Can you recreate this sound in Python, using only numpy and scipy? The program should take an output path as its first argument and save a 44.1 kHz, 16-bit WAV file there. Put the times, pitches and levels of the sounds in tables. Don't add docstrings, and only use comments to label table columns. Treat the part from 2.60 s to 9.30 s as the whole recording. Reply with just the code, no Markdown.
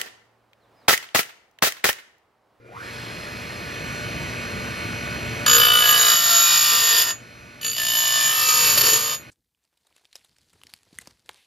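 import sys
import numpy as np
from scipy import signal
from scipy.fft import rfft, irfft, next_fast_len
from scipy.io import wavfile
from scipy.ndimage import uniform_filter1d, minimum_filter1d, map_coordinates

SR = 44100
rng = np.random.default_rng(int(sys.argv[2]) if len(sys.argv) > 2 else 0)


def to_wav(sig):
    pcm = np.clip(np.atleast_2d(sig), -1, 1) * 32767
    pcm = np.round(pcm).astype(np.int16)
    wavfile.write(sys.argv[1], SR, pcm.T)


def elevation(decibels):
    levels = np.asarray(decibels, float)
    return 10 ** (levels / 20)


N = 295514
T = np.arange(N) / SR

# t/s, rumble level/dB
RUMBLE_LEVEL = [(0, -64.5), (.09, -58), (.26, -43.5), (.43, -41), (1.0, -39.5), (1.3, -36.5), (1.6, -36.5),
                (2.86, -34.5)]
# t/s, speed/Hz
RUN_UP = [(0, 12), (.115, 18), (.15, 32), (.2, 47), (.25, 57), (.33, 59.2), (6.7, 59.2)]
# multiple of shaft speed, level over rumble/dB
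SHAFT_ORDERS = [(2, -3.5), (4, -9), (8, -13), (10, -9.5), (20, -13), ]
# f/Hz, level over rumble/dB
STALL_TONES = [(119, 0), (470, -2.5), (1420, -7), (2400, -12)]
# f/Hz, level/dB
WHINE_RAISED = [(2503, -47.5), (3343, -50.5), (3628, -61), (4188, -51), (4237, -52), (4517, -54),
                (4797, -59), (5076, -50)]
# f/Hz, level/dB
WHINE_LOWERED = [(1147, -53), (1480, -44), (1776, -44), (2223, -43), (2503, -41.5), (2552, -46),
                 (2783, -50.5), (3063, -49), (3628, -55.5), (4188, -46.5), (4237, -54), (4517, -66),
                 (4797, -55.5), (5922, -50.5)]
# t/s, lowered/0-1
HEAD_LOWERED = [(0, 0.47), (.95, 0.42), (1.2, 1)]
# f/Hz, level/dB
FAN_AIR = [(180, -21), (300, -3), (600, -6), (850, -8.5), (1400, -3), (2400, -4.5), (3400, -13.5),
           (4500, -14), (6000, -18.5), (7000, -20), (8200, -14), (9500, -24), (12000, -26), (15500, -30)]
# f/Hz, level/dB
BENCH_RUMBLE = [(20, -57), (40, -17.5), (60, -2.5), (110, -0.5), (160, -1), (320, -7), (500, -13),
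                (700, -13), (1100, -120)]
# t/s, level/dB, half width/s
BENCH_BOOMS = [(1.55, 2, 0.16), (1.999, 2, 0.046), (2.26, 1.5, 0.025), (4.18, 4, .07), (6.2, 9.5, 0.22)]
WHIRR_DB, WHIRR_LAGS = 1.5, 0.47
DUCK_DB, DUCK_S = 15, 0.46

# touch t/s, lift t/s
CONTACT = [
    (2.862, 4.508),
    (5.012, 6.545),
]
# t/s, level/dB
PRESSURE = [
    [(2.862, -15), (3.05, -15), (3.14, -17.5), (3.52, -14), (3.59, -21), (3.7, -17.5), (4.42, -19),
     (4.46, -24.5), (4.508, -21)],
    [(5.02, -37), (5.045, -26), (5.155, -31.5), (5.175, -24.5), (5.87, -19.5), (5.9, -18), (6.32, -17),
     (6.47, -26), (6.548, -26)],
]
# t/s, speed/Hz
LOADED_SHAFT = [
    [(2.862, 58.98), (3.02, 58.6), (3.15, 58.1), (3.3, 57.87), (3.39, 57.23), (3.716, 56.66), (3.985, 57.2),
     (4.38, 56), (4.464, 57.67)],
    [(5.012, 58.67), (5.13, 59.1), (5.22, 58.83), (5.574, 58.56), (5.85, 57.57), (6.034, 55.24),
     (6.22, 54.27), (6.322, 55.63), (6.456, 57.86)],
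]
# t/s, blend/s
GRIPS = [
    (2.8, .01),
    (3.3, .3),
    (4.42, .04),
    (4.8, .1),
    (5.13, .04),
    (5.62, .26),
    (6.36, .1),
]
# vise/dB, rasp/dB, wheel ring/dB, hiss/dB
GRIP_DRIVE = [(13, 12, 10.5, 12.5), (12.5, 15, 12.5, 16.5), (15.5, 11, 15.5, 7.5), (8, 12.5, 17, 13.5),
              (11.5, 13, 14.5, 15.5), (14.5, 8, 16.5, 15), (18, 8, 14, 15.5)]
# f/Hz, width/Hz, level/dB
VISE_FIRST_TOUCH = [(469, 32, -10), (696, 20, -14), (985, 11, -14.5), (1223, 27, 3.5), (1453, 26, -0.5),
                    (1730, 72, -3.5), (2340, 35, -13), (2610, 32, -2.5), (2990, 70, -3.5), (3635, 100, -3),
                    (3780, 50, -10.5), (4530, 76, 0), (4900, 28, -1.5)]
VISE_HARD = [(487, 13, -30), (672, 26, -11), (997, 45, -11), (1195.8, 16, -2), (1378, 26, -3),
             (1833, 110.4, -6), (2475, 180, -18.5), (3034, 130, -3), (3110, 45, -12), (3314, 120, -3.5),
             (3800, 49, -11), (4446, 190, -12), (4710, 320, -6), (5290, 47, 1)]
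VISE_LIGHT = [(649, 55, -13.5), (956, 18, 0.5), (1210, 56, -5), (1760, 61, -1), (2026, 20, -26),
              (2390, 11.23, -3), (3020, 93, 1), (3580, 26, 2), (3770, 51, -8), (4205, 99, -30.5),
              (4340, 33, -10.5), (4500, 94, -2), (5000, 170, -3.5), (5420, 43, -3)]
VISE_HARDEST = [(495, 63, -11.5), (956, 27, -5.5), (1220, 66, -5), (1777, 90, -6), (2353, 115, -10.5),
                (2652, 43, 0), (3022, 130, -4.5), (3650, 50, -1), (3890, 60, -7), (4060, 180, -4),
                (4540, 180, -0.5), (4932, 150, 3), (5330, 190, -1.5)]
# f/Hz, width/Hz, level/dB
DISC = [(5891, 22, -44), (6825, 15.7, 11), (7482, 33, -9.5), (8300, 176, -41), (9530, 9.7, -2.5),
        (9790, 42, -8.5), (11290, 64, -15.5), (12570, 13, 6.5), (13950, 24, -1), (13800, 100, -29.5),
        (14850, 60, -21)]
# f/Hz, level/dB
RASP = [(300, -16.5), (600, -25.5), (1200, -17), (2200, -24), (3200, -12.5), (4700, -14), (5800, -21),
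        (7300, -27.5), (8300, -20), (10000, -26.5), (13000, -25), (14200, -34), (15800, -31)]
# t/s, peak/dB, thud/dB
SNATCHES = [(5.885, -12.5, -10), (5.9863, -24, -1), (6.031, -30, -6), (6.1738, -5, -3), (6.208, -7, -12),
            (6.235, -10, -1), (6.2516, -12.5, -13.5), (6.264, -14, -4), (6.285, -10.5, -3),
            (6.33, -12.5, 6), (6.3565, -14.5, -8)]
# t/s, length/s, f/Hz, level/dB, fade/dB per s
SQUEALS = [(2.854, 0.15, 2990, -23.5, 3), (2.854, 0.21, 1661, -23, 2.5), (2.876, 0.16, 5040, -24.5, 6),
           (2.987, 0.63, 3003, -12.5, 23), (3.05, 0.79, 694.5, -38, -3), (3.104, .25, 4540, -31, 3),
           (3.199, 0.36, 1678, -23.5, 8), (3.62, 0.32, 1359, -25, 21), (4.099, .35, 463, -44, -12),
           (5.006, 0.23, 2950, -36, 0), (5.2, 0.72, 3020, -42, -2), (5.18, 0.55, 1764, -27.5, 1),
           (2.869, 0.19, 477.4, -29.5, 11), (3.083, 0.51, 1226, -29.5, -4), (5.03, .2, 4590, -38.5, 3)]
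FREE_TURNS_HZ, LIFT_T60_S = 59.35, .095
GRITS_PER_TURN = 1024
RENEW_RAD, RENEW_GROWS = .16, .035
SPOT_DB, SPOT_WEARS_S, SPOT_REST_DB = 13, .5, 2.5
TRADE_DB = 1.5
SQUEAL_EDGE_S, SQUEAL_FOLLOWS = 0.026, .45
THROB = .38

# f/Hz, level/dB
TILT_CUT = [(60, -10), (110, -10.5), (200, 2), (380, -2), (700, 4), (1290, 0.5), (2380, -1.5), (4400, -3.3),
            (8120, 1.5), (15000, -0.4)]
TILT_MOTOR = [(60, -7.5), (110, 2.5), (200, 0), (380, 1), (700, 4), (1290, -2), (2380, -4.5), (4400, 1),
              (8120, 4), (15000, -4)]
# f/Hz, phase/rad
PORT_LEAD = [(30, .15), (250, .45), (700, 1.1), (1450, 1.9), (2000, .8), (2600, .3), (5000, -.2),
             (6000, -.8), (6900, -1.3), (7800, -2.8), (8900, -3.4), (10200, -5.1), (11000, -6.0),
             (12300, -6.6), (13300, -7.4), (14400, -8.9), (15800, -9.6)]
# f/Hz, t60/s
SHOP_T60 = [(200, .3), (2000, .22), (6000, .12), (12000, .07)]


def unit(x):
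    return x / np.sqrt(np.mean(x ** 2) + 1e-20)


def along(points, hz):
    f, v = np.transpose(points)
    return np.interp(np.log(hz + 1), np.log(f + 1), v)


def curves(rows):
    s, *cols = np.transpose(rows)
    return [np.interp(T, s, c) for c in cols]


def wobble(rate_hz):
    coarse = T[::16]
    knots = rng.standard_normal(int(N * rate_hz / SR) + 4)
    return np.interp(T, coarse, map_coordinates(knots, [coarse * rate_hz]))


def filtered(x, response):
    m = next_fast_len(N + SR // 2)
    return irfft(rfft(x, m) * response(np.fft.rfftfreq(m, 1 / SR)), m)[..., :N]


def band(lo_hz, hi_hz):
    return lambda f: 1 / np.sqrt((1 + (lo_hz / (f + 1)) ** 8) * (1 + (f / hi_hz) ** 8))


def modes(table):
    def response(f):
        return sum((-1) ** k * elevation(db) * 1j * f * width / (hz * hz - f * f + 1j * f * width)
                   for k, (hz, width, db) in enumerate(table))
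    return response


def tones(table):
    drift_rad = 0.77 * wobble(13)
    return sum(elevation(db + 1.6 * wobble(13)) * np.sin(2 * np.pi * hz * T + drift_rad) for hz, db in table)


def patchy(depth_db):
    z = signal.stft(rng.standard_normal(N), nperseg=512)[2]
    field = uniform_filter1d(rng.standard_normal(z.shape), size=4, axis=0)
    field = uniform_filter1d(field, size=8, axis=1)
    return signal.istft(z * elevation(depth_db * unit(field)), nperseg=512)[1][:N]


def fan_air(turns, spun):
    air = unit(filtered(patchy(depth_db=1.0), lambda f: elevation(along(FAN_AIR, f))))
    dull = filtered(air, band(300, 1700))
    air = spun ** 0.07 * dull + spun ** 0.51 * (air - dull)
    return air * elevation(0.71 * np.cos(2 * np.pi * turns) + 0.12 * wobble(9.6))


def slip_growl(turns, spun):
    slots = 2.25 * spun ** 0.67 * wobble(450) * np.sin(2 * np.pi * 30 * turns)
    return elevation(10.0) * np.sqrt(np.abs(1 - spun)) * (slots + elevation(-5.0) * tones(STALL_TONES))


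def motor():
    rumble_db, = curves(RUMBLE_LEVEL)
    speed_hz, = curves(RUN_UP)
    lowered = np.clip(curves(HEAD_LOWERED)[0], 0, 1)
    turns, spun = np.cumsum(speed_hz) / SR, speed_hz / speed_hz[-1]

    orders = sum(elevation(db + 2.2 * wobble(14)) * np.sin(2 * np.pi * k * turns + .5 * wobble(17))
                 for k, db in SHAFT_ORDERS)
    rumble = rng.standard_normal(N) * elevation(1.3 * wobble(30))
    rumble = unit(filtered(rumble, lambda f: elevation(along(BENCH_RUMBLE, f))))
    boom = elevation(sum(db * np.exp(-((T - s) / width_s) ** 2) for s, db, width_s in BENCH_BOOMS))
    bench = boom * (elevation(-1.0) * rumble + spun * orders)

    whine = elevation(37.5) * lowered * tones(WHINE_LOWERED) + elevation(41.5) * (1 - lowered) * tones(WHINE_RAISED)
    whirr = elevation(2.0) * fan_air(turns, spun) + spun ** 5.9 * whine + slip_growl(turns, spun)
    whirr_db = WHIRR_DB - WHIRR_LAGS * (np.maximum(rumble_db, -45) + 40.5)

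    since_touch_s = np.clip(T - CONTACT[0][0], 0, None)
    level_db = rumble_db - DUCK_DB * (1 - np.exp(-since_touch_s / DUCK_S))
    return elevation(level_db) * (bench + elevation(whirr_db) * whirr)


def grit(turns, renewed_rad, uneven_db):
    count = int(turns[-1]) + 2
    order = np.arange(GRITS_PER_TURN // 2 + 1)
    step = np.interp(np.arange(count), turns, renewed_rad)[:, None] * (order / 25) ** .6
    drift = np.cumsum(step * rng.standard_normal((count, len(order))), axis=0)
    phase = rng.uniform(0, 2 * np.pi, len(order)) + drift
    uneven = unit(uniform_filter1d(rng.standard_normal(phase.shape), size=18, axis=0))
    rim = irfft(elevation(uneven_db * uneven) * np.exp(1j * phase), GRITS_PER_TURN).ravel()
    return unit(map_coordinates(rim, [turns * GRITS_PER_TURN]))


def snatches():
    swell, blows = np.ones(N), np.zeros(N)
    for s, db, thud_db in SNATCHES:
        u = np.clip(T - s, 0, None) / .004
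        swell += elevation(db + 9) * u * np.exp(1 - u)
        blows[round(s * SR)] = elevation(db + thud_db + 16)
    return swell, filtered(blows, modes([(330, 60, 7), (512, 160, 7.5)]))


def squeal(turns, speed_hz):
    out, waver_db, waver_rad = np.zeros(N), wobble(14), 0.37 * wobble(40)
    for k, (s, length_s, hz, db, fade) in enumerate(SQUEALS):
        a, t = round(s * SR), np.arange(round(length_s * SR)) / SR
        edge = np.clip(np.minimum(t, length_s - t) / SQUEAL_EDGE_S, 0, 1)
        pitch_hz = hz * (speed_hz[a:a + len(t)] / speed_hz[a]) ** SQUEAL_FOLLOWS
        own = slice(k * SR // 3, k * SR // 3 + len(t))
        tone = np.sin(2 * np.pi * np.cumsum(pitch_hz) / SR + waver_rad[own])
        out[a:a + len(t)] += edge * elevation(db - fade * t + waver_db[own]) * tone
    return out * (1 + THROB * np.cos(2 * np.pi * (turns - .2)))


def rung(shares, force):
    def response(table):
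        return lambda f: modes(table)(f) + elevation(along(RASP, f))
    return sum(filtered(share * force, response(table)) for share, table in shares)


def cutting():
    speed_hz, = curves(LOADED_SHAFT[0] + LOADED_SHAFT[1])
    pressure_db, = curves(PRESSURE[0] + PRESSURE[1])
    begun = np.array([np.clip((T - s) / blend_s, 0, 1) for s, blend_s in GRIPS] + [0 * T])
    grips = begun[:-1] - begun[1:]
    drive_db = uniform_filter1d(pressure_db, size=400) + np.transpose(GRIP_DRIVE) @ grips
    vise_db, rasp_db, ring_db, hiss_db = drive_db
    trade_db = TRADE_DB * wobble(12)
    load_hz = np.clip(FREE_TURNS_HZ - speed_hz, 0, None)
    renewed_rad = RENEW_RAD + RENEW_GROWS * load_hz ** 2

    turns, touch, free = np.cumsum(speed_hz) / SR, np.zeros(N), np.zeros(N)
    depth_db = np.full(N, SPOT_REST_DB + SPOT_DB)
    for touch_s, lift_s in CONTACT:
        a = round(touch_s * SR)
        lifted_s = np.clip(T[a:] - lift_s, 0, None)
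        touch[a:], free[a:] = elevation(-60 * lifted_s / LIFT_T60_S), lifted_s > 0
        worn = np.exp(-((T[a:] - touch_s) / SPOT_WEARS_S) ** 2)
        depth_db[a:] = SPOT_REST_DB + SPOT_DB * np.where(lifted_s > .1, 1, worn)
        turns[a:] += np.ceil(turns[a]) - turns[a]

    high_spot = elevation(-depth_db * (0.5 - np.exp(-(turns % 1 / 0.32) ** 2)))
    high_spot = uniform_filter1d(high_spot, size=130)
    high_spot /= np.sqrt(np.abs(uniform_filter1d(high_spot ** 2, size=2300)))
    swell, thuds = snatches()
    swell = swell / uniform_filter1d(swell, size=4400)
    scrape = grit(turns, renewed_rad, uneven_db=3.5) + .3 * rng.standard_normal(N)
    force = touch * high_spot * swell * elevation(.6 * wobble(25)) * scrape

    first, hard, easing, graze, light, hardest, leaving = grips
    first, hard, hardest = first + graze, hard + easing, hardest + leaving
    low = filtered(elevation(vise_db) * force, band(460, 1870))
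    mid = filtered(elevation(rasp_db) * force, band(1850, 5900))
    vise = rung([(first, VISE_FIRST_TOUCH), (light, VISE_LIGHT),
                 (hardest, VISE_HARDEST), (hard, VISE_HARD)], low + mid)

    ring = filtered(elevation(ring_db + trade_db) * force, band(6270, 10660))
    hiss = filtered(elevation(hiss_db - trade_db) * force, band(8830, 23000))
    braked_disc = [(hz, 3.1 * width_hz, db - 5.5) for hz, width_hz, db in DISC]
    braked = np.clip(.9 - first - 0.5 * light - uniform_filter1d(free, size=1500), 0, 1)
    disc = rung([(1 - braked, DISC), (braked, braked_disc)], ring + hiss)
    return vise + disc + thuds + squeal(turns, speed_hz)


def ports(x, tilt):
    def both(f):
        half = np.exp(.5j * along(PORT_LEAD, f)) * elevation(.5 * along(tilt, f))
        return np.array([half, 1 / half])
    return filtered(x, both)


def shop(x):
    hz, t, z = signal.stft(rng.standard_normal((2, SR // 2)), SR, nperseg=256)
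    decay = elevation(-60 * t / along(SHOP_T60, hz)[:, None])
    tail = signal.istft(z * decay, SR, nperseg=256)[1]
    late = np.pad(x, (300, 0))[None]
    return signal.fftconvolve(late, tail / np.linalg.norm(tail[0]), axes=1)[:, :N]


def scene():
    hum, cut = motor(), cutting()
    near = ports(cut, TILT_CUT) + ports(hum, TILT_MOTOR)
    return near + shop(filtered(elevation(-14.5) * cut + elevation(-14.0) * hum, band(170, 18000)))


def drop_masked(x, margin_db, beside_db, ragged_db, from_hz, beside_hz):
    z = signal.stft(np.array([x[0] + x[1], x[0] - x[1]]) / 2, nperseg=2048)[2]
    bands = z[:, :1024].reshape(2, 64, 16, -1)
    ragged = elevation(ragged_db * rng.standard_normal((2, 64, z.shape[2])))
    level = np.sqrt(np.mean(np.abs(bands) ** 2, axis=2)) * ragged
    loudest_near = -minimum_filter1d(-level.max(axis=0), size=5, axis=0)
    hz = np.arange(64)[:, None] * SR / 128
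    masked = (level < elevation(-margin_db) * level[::-1]) & (hz > from_hz)
    masked |= (level < elevation(-beside_db) * loudest_near) & (hz > beside_hz)
    z[:, :1024] = (bands * ~masked[:, :, None]).reshape(2, 1024, -1)
    mid, side = signal.istft(z, nperseg=2048)[1][:, :N]
    return np.array([mid + side, mid - side])


def roll_off(x):
    return signal.sosfilt(signal.butter(12, 15830, fs=SR, output="sos"), x)


def record(dry):
    rounded = dry / (1 + np.abs(dry / .88) ** 6) ** (1 / 6)
    mix = drop_masked(rounded, margin_db=9.0, beside_db=26.5, ragged_db=1.5, from_hz=2000, beside_hz=7000)
    return roll_off(mix)


dry = scene()
out = record(dry)
to_wav(out)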